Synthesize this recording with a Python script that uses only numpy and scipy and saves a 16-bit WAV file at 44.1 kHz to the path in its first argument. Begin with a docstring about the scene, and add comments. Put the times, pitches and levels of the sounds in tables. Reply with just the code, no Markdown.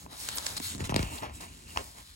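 """Paper slides on paper and crackles as a hand lifts a glossy magazine page, close to a stereo microphone
in a quiet carpeted room. The hiss is fibres catching and slipping. As the sheet flips over it pushes
soft gusts of air and buckles, each snap sending out a bending wave that falls in pitch.
Then the page settles, and fingers smooth it flat and pat it down."""
import sys
import numpy as np
from scipy import signal
from scipy.fft import rfft, irfft, next_fast_len
from scipy.io import wavfile

SR = 44100
rng = np.random.default_rng(int(sys.argv[2]) if len(sys.argv) > 2 else 0)


def unload_audio(sound):
    """Save the sound as a 16-bit wav file, at the path given as the first command line argument."""
    columns = np.transpose(np.atleast_2d(sound))
    # keep every value between -1 and 1, then stretch to whole-number steps
    steps = np.round(np.clip(columns, -1, 1) * 32767)
    wavfile.write(sys.argv[1], SR, steps.astype(np.int16))


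N = 94815
SIZE = next_fast_len(N + SR // 2)
TIME, FREQ = np.arange(N) / SR, np.maximum(np.fft.rfftfreq(SIZE, 1 / SR), 1)

# spectrum of the sheet's body: (frequency [Hz], relative level [dB])
SHEET_BODY = [(80, -0.5), (250, 3), (500, 1), (950, 4.5), (1500, -2.5), (2600, -6), (3400, -11.5),
              (6000, -17.5), (15000, -27)]


def from_db(db):
    """Decibels to gain."""
    return 10 ** (np.asarray(db) / 20)


def rms_one(x):
    """Scale to rms 1."""
    return x / np.sqrt(np.mean(x ** 2) + 1e-20)


def over_hz(points, at=FREQ):
    """A table joined by straight lines over log frequency."""
    hz, value = np.transpose(points)
    return np.interp(np.log(at), np.log(hz), value)


def colour(x, db):
    """Minimum-phase filter of the given shape; white noise keeps its power."""
    cepstrum = irfft(np.log(rms_one(from_db(db))), SIZE)
    cepstrum[1:SIZE // 2] *= 2
    cepstrum[SIZE // 2 + 1:] = 0
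    return irfft(rfft(x, SIZE) * np.exp(rfft(cepstrum)), SIZE)[:N]


def butterworth(x, hz, kind="low", order=2):
    """Low-pass or high-pass filter."""
    return signal.sosfilt(signal.butter(order, hz, kind, fs=SR, output="sos"), x)


def noise():
    """White noise."""
    return rng.standard_normal(N)


def swell(peak_s, rise, fall):
    """A bell-shaped stroke with its own rise and fall."""
    distance = (TIME - peak_s) / np.where(TIME < peak_s, rise, fall)
    return np.exp(-.5 * np.minimum(distance ** 2, 100))


def dying(start, decay):
    """Sudden start, exponential decay."""
    return (TIME >= start) * np.exp(-np.clip((TIME - start) / decay, 0, 40))


def friction(clicks_per_s=2500, spread_db=5.5, click_share=.31):
    """Fibres catch and slip: tiny clicks of uneven size in a smooth hiss; rms 1."""
    sizes = from_db(spread_db * np.minimum(rng.exponential(1, N), 5)) * rng.choice([-1, 1], N)
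    clicks = rms_one(sizes * (rng.random(N) < clicks_per_s / SR))
    return np.sqrt(click_share) * clicks + np.sqrt(1 - click_share) * noise()


def impact(start, decay):
    """One sharp impulse and a brief scatter of smaller ones."""
    out = .13 * noise() * dying(start, decay)
    out[int(start * SR)] += 1
    return out


def room_tone(level_db=-56.5):
    """The quiet room: a faint, steady rumble."""
    # room spectrum: (frequency [Hz], relative level [dB])
    spectrum = [(20, -7), (40, 3.5), (65, 5.5), (110, -1.5), (260, -14), (500, -33.5), (1500, -23),
                (5000, -31), (15500, -42)]
    return from_db(level_db) * colour(noise(), over_hz(spectrum))


def reflections(x, level_db=-11.5, t60_s=.16):
    """The carpeted room returns a short diffuse tail above the bass, different on each side."""
    tails = rng.standard_normal((2, N)) * dying(0, t60_s / np.log(1000))
    tails = from_db(level_db) * tails / np.sqrt(np.sum(tails ** 2, axis=1, keepdims=True))
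    return signal.fftconvolve(butterworth(x, 300, "high")[None], tails, axes=1)[:, :N]


def air_puffs():
    """The swinging page and the hand push soft, low gusts at the microphone."""
    # gusts: (peak time [s], rise [s], fall [s], level [dB], centre [Hz])
    gusts = [(0.021, 0.049, 0.077, -54, 57.5), (.065, 0.023, 0.03, -50, 146), (.51, 0.018, 0.24, -49.5, 80),
             (.605, 0.012, .012, -46.5, 188), (.77, 0.04, 0.028, -46, 190), (.82, 0.027, 0.022, -38, 110.5),
             (.96, 0.079, 0.054, -36, 91), (1.05, 0.036, 0.02, -43.5, 72), (1.14, 0.037, 0.01, -44, 86),
             (1.134, 0.029, 0.0071, -47.5, 277), (1.27, 0.077, 0.18, -50, 71),
             (1.52, 0.047, 0.055, -52.5, 61), (1.55, 0.31, 0.2, -59, 242), (1.71, 0.041, 0.14, -47.5, 64),
             (1.792, 0.01, 0.02, -42.5, 420)]
    # gust spectrum: (frequency [multiple of the centre], relative level [dB])
    spectrum = [(.3, -14.5), (.65, -7.5), (1, 4.5), (1.8, -8.5), (3.5, -15), (7, -27.5), (20, -61),
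                (200, -100)]
    return sum(from_db(db) * swell(peak_s, rise, fall) * colour(noise(), over_hz(spectrum, FREQ / hz))
               for peak_s, rise, fall, db, hz in gusts)


def sheet_ring(centre_hz=2750, half_width_hz=290):
    """Rubbing excites one broad resonance of the flat-lying page."""
    # swells of the ring: (peak time [s], rise [s], fall [s], level [dB])
    rings = [(1.01, 0.086, 0.16, -48.5), (1.44, 0.066, 0.14, -59.5), (1.7, 0.02, 0.033, -57)]
    level = sum(from_db(db) * swell(peak_s, rise, fall) for peak_s, rise, fall, db in rings)
    resonance_db = -20 * np.log10(1 + ((FREQ - centre_hz) / half_width_hz) ** 2)
    return level * colour(friction(), resonance_db)


def edge_scrapes(fade_s=.0035):
    """An edge scrapes the page below; its band of hiss glides down as the gap opens."""
    # scrapes: (time [s], length [s], level [dB], from [Hz], to [Hz], half-width [Hz])
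    scrapes = [(0.35, 0.031, -38, 14960, 8150, 2000), (0.577, 0.0086, -35, 4826, 4310, 248),
               (1.179, 0.0098, -42.5, 4230, 3830, 600)]
    out = 0
    for start, length, db, from_hz, to_hz, half_width_hz in scrapes:
        hz = np.exp(np.interp(TIME, [start, start + length], np.log([from_hz, to_hz])))
        band = butterworth([noise(), noise()], half_width_hz) * np.cos(2 * np.pi * np.cumsum(hz) / SR)
        contact = np.clip(np.minimum(TIME - start, start + length - TIME) / fade_s + .5, 0, 1)
        out = out + from_db(db) * contact * rms_one(band)
    return out


def finger_pats():
    """Fingertips slap the loose page onto the pile; a softer contact is duller."""
    # pats: (time [s], level [dB], scatter decay [s], dull above [Hz])
    pats = [(.0632, -20.5, 0.0013, 1170), (.6, -19.5, 0.0028, 2300), (0.9226, -7.5, 0.0015, 1210),
            (1.231, -29, 0.033, 3000), (1.7616, -15.5, 0.003, 2200), (1.7728, -9, 0.00075, 9200),
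            (1.7735, -2.5, 0.0011, 11800), (1.784, -14.5, 0.012, 880), (1.797, -20, 0.0086, 1000)]
    # pat spectrum: (frequency [Hz], relative level [dB])
    spectrum = [(100, -1.5), (400, -3.5), (950, 8.5), (1700, 0.5), (2300, -2), (2700, 8), (3150, -3.5),
                (3900, -16), (5300, -7.5), (7000, -16.5), (10000, -28), (15500, -22)]
    blows = sum(from_db(db) * butterworth(impact(start, decay), dull_hz)
                for start, db, decay, dull_hz in pats)
    return colour(blows, over_hz(spectrum))


def crease_crackles(tail_db=-9.5, tail_s=.0021, ring_db=-2.5, ring_q=5.2):
    """Creases give way in dense bursts of tiny cracks, each burst with its own resonance."""
    # bursts: (time [s], length [s], level [dB], ring [Hz])
    bursts = [(0.2878, 0.0016, -22, 4470), (0.371, 0.0064, -35.5, 9000), (0.3826, 0.0028, -26, 5100),
              (0.46, 0.008, -36, 7550), (0.465, 0.0025, -23, 5350), (0.567, 0.0032, -31, 4970),
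              (0.599, .004, -35.5, 1700), (0.749, 0.0013, -37, 3980), (0.78, 0.0015, -42, 7000),
              (0.785, 0.0018, -45, 7000), (0.9609, 0.0033, -24.5, 4460), (1.027, 0.003, -33.5, 6100),
              (1.407, 0.0025, -41.5, 6950)]
    # crackle spectrum: (frequency [Hz], relative level [dB])
    spectrum = [(200, -9), (700, -3.5), (1500, 3.5), (2600, 1.5), (4200, 5), (6000, 3.5), (8000, 6.5),
                (11000, -10.5), (15500, -8.5)]
    out = 0
    for start, length, db, ring_hz in bursts:
        burst = swell(start + length / 2, length / 3, length / 3)
        tail = from_db(tail_db) * dying(start + length, tail_s)
        cracks = from_db(db) * (burst + tail) * np.array([noise(), noise()])
        ring = signal.lfilter(*signal.iirpeak(ring_hz, ring_q, fs=SR), cracks)
        out = out + cracks + from_db(ring_db) * ring
    return np.array([colour(side, over_hz(spectrum)) for side in out])


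def paper_slides(peak_db=4, peak_octaves=.24, ripple_step_hz=170.1, ripple_hold_s=.07):
    """Paper slides on paper or under the hand, hissing and shaking the sheet; gives near and wide sound."""
    # strokes: (peak time [s], rise [s], fall [s], hiss [dB], body [dB], hiss peak [Hz], tilt [dB/octave])
    strokes = [(.015, 0.059, 0.034, -52, -59.5, 6000, 1), (0.129, 0.022, 0.043, -49.5, -51.5, 4000, -1.5),
               (.228, 0.038, 0.043, -41, -53.5, 5200, 1), (.31, 0.046, 0.077, -42, -52.5, 4200, -2.5),
               (.385, 0.026, 0.018, -46, -45.5, 4500, 10), (.48, 0.047, 0.073, -42, -46.5, 5200, -0.5),
               (0.579, 0.0075, 0.0026, -35, -61, 4500, -1), (.65, 0.021, 0.03, -36.5, -63, 4200, 1),
               (.705, 0.024, 0.039, -40, -68, 7500, -1.5), (.808, 0.011, 0.015, -42.5, -45.5, 7300, -4.5),
               (.848, 0.0067, 0.019, -40, -45, 6100, -2.5), (0.902, 0.0072, 0.013, -40.5, -40, 5500, -4.5),
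               (.966, 0.013, 0.029, -41.5, -39, 4500, -6), (1.004, 0.012, 0.074, -47, -43, 6500, -1),
               (1.15, 0.033, 0.044, -44.5, -44.5, 7400, 1), (1.235, 0.012, 0.023, -53, -36, 4200, -11),
               (1.29, 0.067, 0.027, -87, -46.5, 3000, -14.5), (1.36, 0.023, 0.024, -51, -57, 7500, 0),
               (1.412, 0.0073, 0.042, -48.5, -46, 7000, 0), (1.53, 0.082, 0.22, -55.5, -73, 7000, -2),
               (1.696, 0.016, 0.21, -53.5, -60, 5200, -0.5), (1.782, 0.015, 0.027, -46.5, -46.5, 7000, -5),
               (1.84, 0.065, 0.054, -57.5, -54.5, 7200, 6), (1.992, 0.026, 0.021, -54.5, -52, 7200, -1),
               (2.1, 0.092, 0.071, -58, -82, 3900, -1.5)]
    # surface hiss: (frequency [Hz], relative level [dB])
    hiss_spectrum = [(200, -10), (700, -10.5), (1500, -1), (2600, -6), (4000, 1.5), (6000, -3.5), (8200, 4),
                     (10500, -3.5), (12500, -4), (15500, -7)]
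    # hiss from the page's whole width: (frequency [Hz], level against the near hiss [dB])
    wide_spectrum = [(1000, -3.5), (2500, 0.5), (8000, -4), (11500, -1.5)]
    # lifted, the body sounds all over; laid down, at the rubbed spot: (time [s], wide share [0-1])
    body_width = [(.55, 0.83), (.64, 0.04)]
    hiss, body_power = np.zeros((3, N)), np.zeros(N)  # hiss rows: near, wide left, wide right
    rubbing = [np.array([friction(), friction(), friction()]) for _ in range(2)]
    for k, (peak_s, rise, fall, hiss_db, body_db, peak_hz, tilt_db) in enumerate(strokes):
        stroke = swell(peak_s, rise, fall)
        span = np.flatnonzero(stroke > .003)
        size = next_fast_len(len(span))
        hz = np.maximum(np.fft.rfftfreq(size, 1 / SR), 100)
        octaves = np.log2(hz / peak_hz)
        peak = peak_db * np.exp(-.5 * (octaves / peak_octaves) ** 2)
        # each bend of the page colours the hiss differently; long strokes average it out
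        ripple_db = 4.5 * ripple_hold_s / (ripple_hold_s + rise + fall)
        ripple = ripple_db * np.interp(hz / ripple_step_hz, np.arange(256), rng.standard_normal(256))
        near_gain = rms_one(from_db(over_hz(hiss_spectrum, hz) + ripple + tilt_db * octaves + peak))
        wide_gain = near_gain * from_db(over_hz(wide_spectrum, hz))
        spectra = rfft(rubbing[k % 2][:, span], size) * np.array([near_gain, wide_gain, wide_gain])
        hiss[:, span] += from_db(hiss_db) * stroke[span] * irfft(spectra, size)[:, :len(span)]
        body_power += (from_db(body_db) * stroke) ** 2
    wide_share = np.interp(TIME, *np.transpose(body_width))
    near, left, right = [np.sqrt(body_power * share) * colour(friction(), over_hz(SHEET_BODY))
                         for share in (1 - wide_share, wide_share, wide_share)]
    return hiss[0] + near, hiss[1:] + [left, right]


def sheet_buckles(snap_s=.0014, rise_s=.00064, glide_cycles=1.21, roughness=.14):
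    """A snap, then a bending wave whose high notes arrive first: its pitch falls as one over time."""
    # buckles: (time [s], wave level [dB], snap level [dB], starting pitch [Hz], wave decay [s])
    buckles = [(0.6015, -32, -52, 637, 0.0062), (0.7493, -33.5, -28, 450, 0.018),
               (0.8059, -27, -15.5, 496, 0.017), (.826, -29, -26, 368, 0.027),
               (0.8419, -34.5, -18.5, 493, 0.018), (0.8948, -24, -9.5, 760, 0.02),
               (0.9222, -25, -30, 884, 0.025), (0.9432, -24, -5, 960, 0.018),
               (0.9627, -14.5, -6.5, 940, 0.0054), (0.9931, -20.5, -8, 643, 0.017),
               (1.0303, -27.5, -11.5, 613, 0.027)]
    # snap spectrum: (frequency [Hz], relative level [dB])
    snap_spectrum = [(150, 8.5), (500, 6.5), (1000, 5), (1600, 2.5), (2700, 2.5), (4000, -3.5), (7500, -13),
                     (11000, -14), (15500, -22)]
    waves, snaps = 0, 0
    for start, wave_db, snap_db, start_hz, decay in buckles:
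        age = np.maximum(TIME - start, 0)
        phase = 2 * np.pi * glide_cycles * np.log1p(age * start_hz / glide_cycles)
        envelope = (1 - np.exp(-age / rise_s)) * dying(start, decay)
        waves = waves + from_db(wave_db) * envelope * np.cos(phase)
        snaps = snaps + from_db(snap_db) * impact(start, snap_s)
    flutter = 1 + roughness * colour(noise(), over_hz(SHEET_BODY))
    return waves * flutter + colour(snaps, over_hz(snap_spectrum))


def microphone_ports(near, wide, bass_hz=288):
    """The two ports differ in phase and level; wide sound is alike in both only in the high treble."""
    # phase between ports: (frequency [Hz], left lead before the bass fade [rad])
    phase_lead = [(330, 1.5), (480, 2), (750, 2), (1050, 2), (1600, 3.5), (2600, 7), (3700, 8.5),
                  (5200, 7.5), (6500, 6.5), (8300, 3.5), (10800, 0), (13300, -3), (15600, -5.5)]
    # balance: (frequency [Hz], left minus right [dB])
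    balance = [(140, 2), (280, -7), (450, -0.5), (800, 4.5), (1300, 1.5), (2000, -0.5), (2600, -3),
               (3800, 6), (5500, 4.5), (7000, -1), (8300, -4.5), (10000, 0)]
    # wide sound at the two ports: (frequency [Hz], likeness [0-1])
    likeness = [(3000, 0), (9000, 0.01), (10500, 0.85)]
    left, right = rfft(wide, SIZE)
    alike = over_hz(likeness)
    both = rfft(near, SIZE) + np.array([left, alike * left + np.sqrt(1 - alike ** 2) * right])
    bass_fade = 1 / (1 + (bass_hz / FREQ) ** 4)  # bass reaches both ports in step
    left_gain = from_db(over_hz(balance) / 2) * np.exp(.5j * bass_fade * over_hz(phase_lead))
    return irfft(both * np.array([left_gain, 1 / left_gain]), SIZE)[:, :N]


def scene():
    """The page close to the microphone, sounding from one spot and from its whole width, in the room."""
    near, wide = paper_slides()
    page = near + sheet_ring() + sheet_buckles() + finger_pats()
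    wide = wide + crease_crackles() + edge_scrapes()
    air = air_puffs() + room_tone()
    return microphone_ports(page + air, wide + reflections(page + wide[0]))


def record(dry, low_cut_hz=41, top_hz=16000):
    """The microphone's low cut thins the deep bass, and the top is cut steeply."""
    thinned = butterworth(dry, low_cut_hz, "high", order=5)
    return signal.sosfilt(signal.ellip(10, .1, 80, top_hz, fs=SR, output="sos"), thinned)


dry = scene()
out = record(dry)
unload_audio(out)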